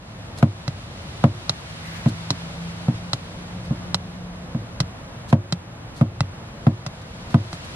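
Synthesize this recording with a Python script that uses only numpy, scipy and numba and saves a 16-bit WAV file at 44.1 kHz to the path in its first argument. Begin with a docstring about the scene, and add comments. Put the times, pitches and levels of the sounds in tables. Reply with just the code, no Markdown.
"""Slippered thumps on a car's floor panel, each answered by the pedal's snap against its plastic stop.
The car is parked: its engine idles as shaped noise, a fan hisses, tyre hiss swells outside, a drone drifts by.
Thumps and snaps are struck banks of decaying modes with noise bursts; the drone is a wavering sine.
A close stereo microphone turns its gain down after the loudest thumps."""
import sys
import numpy as np
from scipy.fft import rfft, irfft, next_fast_len
from scipy.io import wavfile
from scipy.ndimage import map_coordinates
from numba import njit

SR = 44100
rng = np.random.default_rng(int(sys.argv[2]) if len(sys.argv) > 2 else 0)


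def store_pcm(level_fs):
    """Save levels as 16-bit WAV."""
    pcm = np.round(np.clip(level_fs, -1, 1) * 32767).astype(np.int16)
    wavfile.write(sys.argv[1], SR, np.atleast_2d(pcm).T)


N = 341775  # length in samples

# The pedal reaches the floor. Each row: time in seconds, blow strength in dB, panel ring in dB.
PEDAL_PRESSES = [(0.4276, 4, -8.5), (1.2401, 4.5, -6), (2.06, -1.8, -17.5), (2.8828, -5.5, -21.5),
                 (3.7073, -9, -28), (4.5473, -10, -28.5), (5.3278, 4, -7), (6.012, 1, -13),
                 (6.6677, 3.5, -12.5), (7.3434, 3.1, -10.5)]
# The pedal snaps back. Each row: time in seconds, then bracket boom, lever clack, stop click
# and snap noise, all in dB.
PEDAL_RETURNS = [(0.678, -13.5, -18, -21, -25), (1.494, -16, -15, -9, -15),
                 (2.3039, -10.5, -16.5, -10.5, -16), (3.1313, -15, -16.5, -12, -17),
                 (3.9437, -12, -14, -10, -16), (4.802, -10.5, -16.5, -13.5, -16),
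                 (5.5234, -11, -17, -12.5, -18.5), (6.2052, -11.5, -12, -12, -24),
                 (6.8626, -17, -21, -39, -23.5), (7.5284, -18, -21.5, -32, -28)]
# The slipper rubs on the mat. Each row: middle in seconds, length in seconds, level of the side in dB.
SLIPPER_RUBS = [(0.388, 0.031, -46), (1.174, 0.015, -55), (1.966, 0.018, -53), (2.09, 0.027, -46.5),
                (3.655, 0.033, -55), (5.3, 0.032, -49), (5.981, 0.052, -52), (7.02, .015, -56.5),
                (7.318, 0.046, -54.5), (7.536, .045, -50), (7.65, 0.019, -49.5)]
# Cars passing. Each row: nearest moment in seconds, tyre hiss in dB, seconds from there to half strength.
CAR_PASSES = [(1.9, -40.5, 1.51), (8, -39.5, 0.69)]

# Struck parts, as banks of modes: the floor under the pedal, the panel, the bracket, the lever, the stop.
# Each row: frequency in Hz, level in dB, t60 in seconds, side relative to mid in dB, signed weight.
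FLOOR_MODES = [(180, -10.5, .11, -36, 1), (229, -3, .09, -24, 1), (297, -14.5, .137, -27, 1),
               (352, -4, .021, -28, 1), (357, -35, .5, -15, -1), (585, -3.5, .019, -16, 1),
               (760, -9.5, .018, -16, 1)]
PANEL_MODES = [(684, -8, 0.075, -25, -1.28), (914, -12.5, 0.076, -18, 0.67), (1020, -2, 0.025, -8, 0.91),
               (1250, -5, 0.024, -4, 0.83), (1530, -20, 0.023, -12, -0.67), (2140, -21, 0.016, 2, 0.68),
               (2680, -21, 0.03, 3, 0.68), (3270, -24, 0.018, -6, -1.1)]
BRACKET_MODES = [(93, -10, 0.4, -46, 0.6), (128.5, 2.5, 0.086, -47, -0.84), (173.8, -2.5, 0.118, -36, 0.74),
                 (216, -8, 0.061, -30, 0.41), (276, -14.5, 0.12, -22, 0.58), (394, -16, 0.096, -18, -0.39)]
LEVER_MODES = [(556, -1, 0.033, -25, -0.54), (783, 3, 0.01, -24, 1), (1305, 2.3, 0.0071, -6, -1.62),
               (2010, -7, 0.032, -8, 0.57), (2660, -17.5, 0.035, 5, -1.24)]
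STOP_MODES = [(2330, -17, 0.0065, 2, -0.77), (3210, -13.5, 0.022, 3, 0.95), (3580, -8.5, 0.017, 2, 0.5),
              (4060, 0, 0.018, 3.4, -0.62), (4600, -12, 0.011, 2, 0.96), (5270, -2.5, 0.0055, 2.2, -1.4),
              (5580, -7, 0.0052, 2, 1), (6870, -9, 0.0062, 3.7, 0.75), (8060, -10.5, 0.0094, 4, -0.65),
              (10100, -22, 0.0034, 5, 0.6)]
# Single modes with the same columns: the floor's lowest mode, the cabin air, the mat's thud
# (whose t60 is for a 0 dB blow).
DEEP_MODE = [(99, -16, .3, -50, 1)]
AIR_MODE = [(114, -21, .45, -45, 1)]
MAT_MODE = [(136, 2.5, .07, -36, -1)]

# Noise colours: engine rumble and the cabin boom inside it, fan hiss in mid and side, tyre hiss,
# slipper wool, the knock on the mat, loose trim, the snap's crack, the rustle.
# Each row: frequency in Hz, relative density in dB per Hz.
RUMBLE_COLOUR = [(12, -66), (20, -48), (36, -10.5), (107, -1), (129, -6), (147, -3), (183, -7), (416, -21),
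                 (450, -17), (580, -17), (990, -120)]
BOOM_COLOUR = [(90, -17), (112, 8), (118, 32), (124, -5), (150, -87)]
FAN_MID_COLOUR = [(210, -4), (350, 1.5), (367, 1), (396, -8), (653, 7), (739, 4), (1030, 2), (3680, -14.5),
                  (10600, -57.5), (12000, -32), (13000, -132), (14500, -75)]
FAN_SIDE_COLOUR = [(35, -65), (60, -13.5), (134, -18), (165, -1.5), (249, -10.5), (280, -6.5), (404, -7),
                   (1220, -7), (2430, -12.5), (11100, -23.5), (14600, -31)]
TYRE_COLOUR = [(500, -29), (1200, 6), (2300, 5.5), (4000, 5), (7000, -5), (11000, -10), (13000, -31)]
WOOL_COLOUR = [(1500, -1), (2600, -6), (3500, 0), (4200, 6), (5000, 0.5), (7000, -2.5), (10000, -6.5),
               (13000, -16)]
KNOCK_COLOUR = [(400, -35), (1000, 19), (1500, 12), (2000, 6), (2800, 1), (4000, -2), (7000, -13.5),
                (11000, -16), (13000, -34)]
TRIM_COLOUR = [(380, -46), (520, 18.5), (720, 8), (1100, 2), (1600, -14.5), (2500, -49)]
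CRACK_COLOUR = [(400, -37), (1000, 11), (2300, -4.5), (4000, 7.5), (5500, 4), (8000, -6), (11000, -11),
                (14000, -28)]
RUSTLE_COLOUR = [(700, -30), (1300, -5), (1800, 3), (2400, 0), (3200, -15), (6000, -20)]

ENGINE_DB, FAN_DB = -37, -44.5
PASS_RUMBLE_DB, PASS_HISS_DB = -9, -6.5  # a passing car's rumble and broad hiss, relative to its tyre hiss
RISE_DB, RISE_S = -6, 0.22  # the background begins low and comes up

# dB of ring per dB of blow: hard blows wake the deep mode most and hardly raise the mat's thud
FLOOR_GROWS, MAT_GROWS, DEEP_GROWS, AIR_GROWS = 0.85, 0.2, 1.7, 0.4
MAT_LASTS = 0.6  # dB of t60 per dB of blow: hard blows ring the mat longer
CONTACT_S, CONTACT_SHRINKS = 0.0026, 0.38  # rise of a 0 dB blow; shorter by this many dB per dB of blow
KNOCK_DB, RATTLE_DB = -14.5, -14  # relative to the panel ring
STOP_LEAN = -0.57  # the stop sits right of centre: share of its mid added to the side

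DRONE_START_S, DRONE_END_S, DRONE_FADE_DB_PER_S = 1.63, 4.5, 53  # it fades before the start, after the end
DRONE_HZ, DRONE_CLIMB_HZ, CLIMB_MIDDLE_S, CLIMB_S = 163.8, 13, 2.7, 0.617  # pitch climbs in an S-bend
DRONE_DB, DRONE_PEAK_S, DRONE_SAG_DB = -33, 3.2, 1.7  # sag one second from the peak, growing as the square
DIP_S, DIP_DB, DIP_WIDTH_S = 3.3, -7.5, 0.17  # the drone dips briefly
ROUGH_S = 3.35  # for one second from here its pitch wavers more and more, then stays rough

RUSTLE_S, RUSTLE_DB, RUSTLE_HALF_S = 1.92, -44.5, 0.093


def amp(db):
    """Turn dB into a linear gain."""
    return 10 ** (np.asarray(db) / 20)


def wobble(rate):
    """A smooth random curve, rate knots a second."""
    knots = rng.standard_normal(int(N * rate / SR) + 4)
    return map_coordinates(knots, [np.arange(N) * rate / SR])


def noise(colour):
    """Noise of the given colour, rms 1."""
    m = next_fast_len(N)
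    hz, db = np.transpose(colour)
    gain = amp(np.interp(np.log(np.fft.rfftfreq(m, 1 / SR) + 1), np.log(hz), db))
    gain /= np.sqrt(np.mean(gain ** 2))
    return irfft(rfft(rng.standard_normal(m)) * gain, m)[:N]


def ring(modes, scatter_db, rise):
    """One blow on a bank of modes as (mid, side); each mode's side runs a quarter cycle behind."""
    hz, db, t60, side_db, weight = np.transpose(modes)[:, :, None]
    t = np.arange(SR // 2) / SR
    scattered_db = db + scatter_db * rng.standard_normal(db.shape)
    onset = (1 - np.exp(-t / rise)) ** 2
    fade = weight * amp(scattered_db - 60 * t / t60) * onset
    turn = 2 * np.pi * hz * t
    mid = np.sum(fade * np.sin(turn), 0)
    side = -np.sum(amp(side_db) * fade * np.cos(turn), 0)
    return np.array([mid, side])


def add(track, s, sound):
    """Mix a two-channel sound in at time s."""
    track[:, round(s * SR):][:, :sound.shape[1]] += sound


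def passing_cars():
    """Tyre strength of the passing cars, each swelling and falling away around its nearest moment."""
    t = np.arange(N) / SR
    return sum(amp(db) / (1 + ((t - s) / half) ** 2) for s, db, half in CAR_PASSES)


def engine_rumble(cars):
    """Low noise nearly alike on both sides; the cabin air booms at one pitch inside it."""
    level = np.hypot(amp(ENGINE_DB), amp(PASS_RUMBLE_DB) * cars) * amp(1.2 * wobble(5.3))
    return level * (noise(RUMBLE_COLOUR) + amp(-12) * noise(BOOM_COLOUR)) * amp([[0], [-35]])


def fan_hiss(cars):
    """Broad hiss from separate mid and side noises, lifted by the cars; the treble leans to the side."""
    level = np.hypot(amp(FAN_DB), amp(PASS_HISS_DB) * cars) * amp(0.56 * wobble(6))
    return level * [noise(FAN_MID_COLOUR), amp(-0.5) * noise(FAN_SIDE_COLOUR)]


def tyre_hiss(cars):
    """Bright flickering hiss that swells with each passing car, stronger in the side than the mid."""
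    return cars * amp(0.7 * wobble(27)) * [amp(-5) * noise(TYRE_COLOUR), noise(TYRE_COLOUR)]


def slipper():
    """Short woolly swishes as the foot slides, grainy from catching fibres."""
    t = np.arange(N) / SR
    stroke = sum(amp(db) * np.exp(-(2 * (t - s) / length) ** 2) for s, length, db in SLIPPER_RUBS)
    grain = amp(2.5 * wobble(350))
    return stroke * grain * [amp(5) * noise(WOOL_COLOUR), noise(WOOL_COLOUR)]


def pedal_presses():
    """Each blow rings floor, mat, cabin air and panel, with a knock and rattle of decaying noise."""
    rings, knock, rattle = np.zeros((3, 2, N + SR))
    t = np.arange(SR // 5) / SR
    for s, blow_db, panel_db in PEDAL_PRESSES:
        mat = np.multiply(MAT_MODE, [1, 1, amp(MAT_LASTS * blow_db), 1, 1])
        contact = CONTACT_S * amp(-CONTACT_SHRINKS * blow_db)  # harder blows rise faster
        parts = [(FLOOR_MODES, FLOOR_GROWS), (mat, MAT_GROWS), (DEEP_MODE, DEEP_GROWS), (AIR_MODE, AIR_GROWS)]
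        for modes, grows in parts:
            add(rings, s + 0.0004, amp(grows * blow_db) * ring(modes, scatter_db=0.6, rise=contact))
        add(rings, s - 0.0006, amp(panel_db) * ring(PANEL_MODES, scatter_db=1.2, rise=0.0006))
        # the pedal bites the mat
        add(knock, s - 0.0008, amp(panel_db + KNOCK_DB - 60 * t / 0.067) * amp([[-1.5], [1.5]]))
        # loose trim shakes on
        add(rattle, s + 0.00065, amp(panel_db + RATTLE_DB - 60 * t / 0.15) * amp([[0], [-7]]))
    knocks = knock[:, :N] * [noise(KNOCK_COLOUR), noise(KNOCK_COLOUR)]
    rattles = rattle[:, :N] * [noise(TRIM_COLOUR), noise(TRIM_COLOUR)]
    return rings[:, :N] + knocks + rattles


def pedal_returns():
    """Each snap rings stop, lever and bracket, with a crack of noise that decays at two speeds."""
    rings, crack = np.zeros((2, 2, N + SR))
    t = np.arange(SR // 5) / SR
    for s, boom_db, clack_db, click_db, snap_db in PEDAL_RETURNS:
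        add(rings, s + 0.0016, amp(boom_db) * ring(BRACKET_MODES, scatter_db=4.3, rise=0.00055))
        add(rings, s + 0.001, amp(clack_db) * ring(LEVER_MODES, scatter_db=1, rise=0.00036))
        click = ring(STOP_MODES, scatter_db=2.6, rise=0.00025)
        leaning_click = click + [[0], [STOP_LEAN]] * click[0]
        add(rings, s + 0.0008, amp(click_db) * leaning_click)
        # the footwell scatters the click
        scatter = amp(snap_db - 2 - 60 * t / 0.039) + amp(snap_db - 3 - 60 * t / 0.0057)
        scatter *= 1 - np.exp(-t / 0.00052)
        add(crack, s + 0.0011, scatter * amp([[-3], [0]]))
    return rings[:, :N] + crack[:, :N] * [noise(CRACK_COLOUR), noise(CRACK_COLOUR)]


def drone():
    """A low sine that creeps upward and wavers in strength and pitch."""
    t = np.arange(N) / SR
    hz = DRONE_HZ + DRONE_CLIMB_HZ * (1 + np.tanh((t - CLIMB_MIDDLE_S) / CLIMB_S)) / 2
    waver_hz = (1.1 + 3 * np.clip(t - ROUGH_S, 0, 1)) * wobble(35)
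    turn = 2 * np.pi * np.cumsum(hz + waver_hz) / SR
    db = DRONE_DB - DRONE_SAG_DB * (t - DRONE_PEAK_S) ** 2
    db += DIP_DB * np.exp(-((t - DIP_S) / DIP_WIDTH_S) ** 2)
    outside_s = np.maximum(0, np.maximum(DRONE_START_S - t, t - DRONE_END_S))
    db -= DRONE_FADE_DB_PER_S * outside_s
    return amp(db + 1.8 * wobble(11)) * [np.sin(turn), amp(-18.5) * np.cos(turn)]


def rustle():
    """A brief flickering swell of upper-middle noise, equally strong in mid and side."""
    t = np.arange(N) / SR
    level = amp(RUSTLE_DB + 2.2 * wobble(40.4)) / (1 + ((t - RUSTLE_S) / RUSTLE_HALF_S) ** 2)
    return level * [noise(RUSTLE_COLOUR), noise(RUSTLE_COLOUR)]


def scene():
    """Lay the foot and drone over the rising background, then turn mid and side into left and right."""
    cars = passing_cars()
    background = engine_rumble(cars) + fan_hiss(cars) + tyre_hiss(cars) + rustle()
    background *= amp(RISE_DB * np.exp(-np.arange(N) / SR / RISE_S))
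    mid, side = background + slipper() + pedal_presses() + pedal_returns() + drone()
    return np.array([mid + side, mid - side])


@njit
def ducking(excess_db, attack, release):
    """Gain cut in dB that follows the excess quickly and lets go slowly."""
    cut, out = 0.0, np.empty_like(excess_db)
    for i in range(len(out)):
        cut += (excess_db[i] - cut) * (attack if excess_db[i] > cut else release)
        out[i] = cut
    return out


def record(dry):
    """Gain control pulls both channels down after loud peaks; the microphone then limits the band."""
    level_db = 20 * np.log10(np.max(np.abs(dry), 0) + 1e-9)
    excess_db = np.maximum(level_db + 7, 0)
    cut_db = ducking(0.49 * excess_db, 1 / (0.0003 * SR), 1 / (0.5 * SR))  # attack 0.3 ms, release 0.5 s
    wet = np.clip(dry * amp(-cut_db), -1, 1)
    m = next_fast_len(N + 8192)
    hz = np.fft.rfftfreq(m, 1 / SR)
    capsule = 1 / (1 + (hz / 13300) ** 24)  # the microphone fades at the very top
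    return irfft(rfft(wet, m) * capsule * (hz < 14700), m)[:, :N]  # nothing is kept above 14.7 kHz


dry = scene()
out = record(dry)
store_pcm(out)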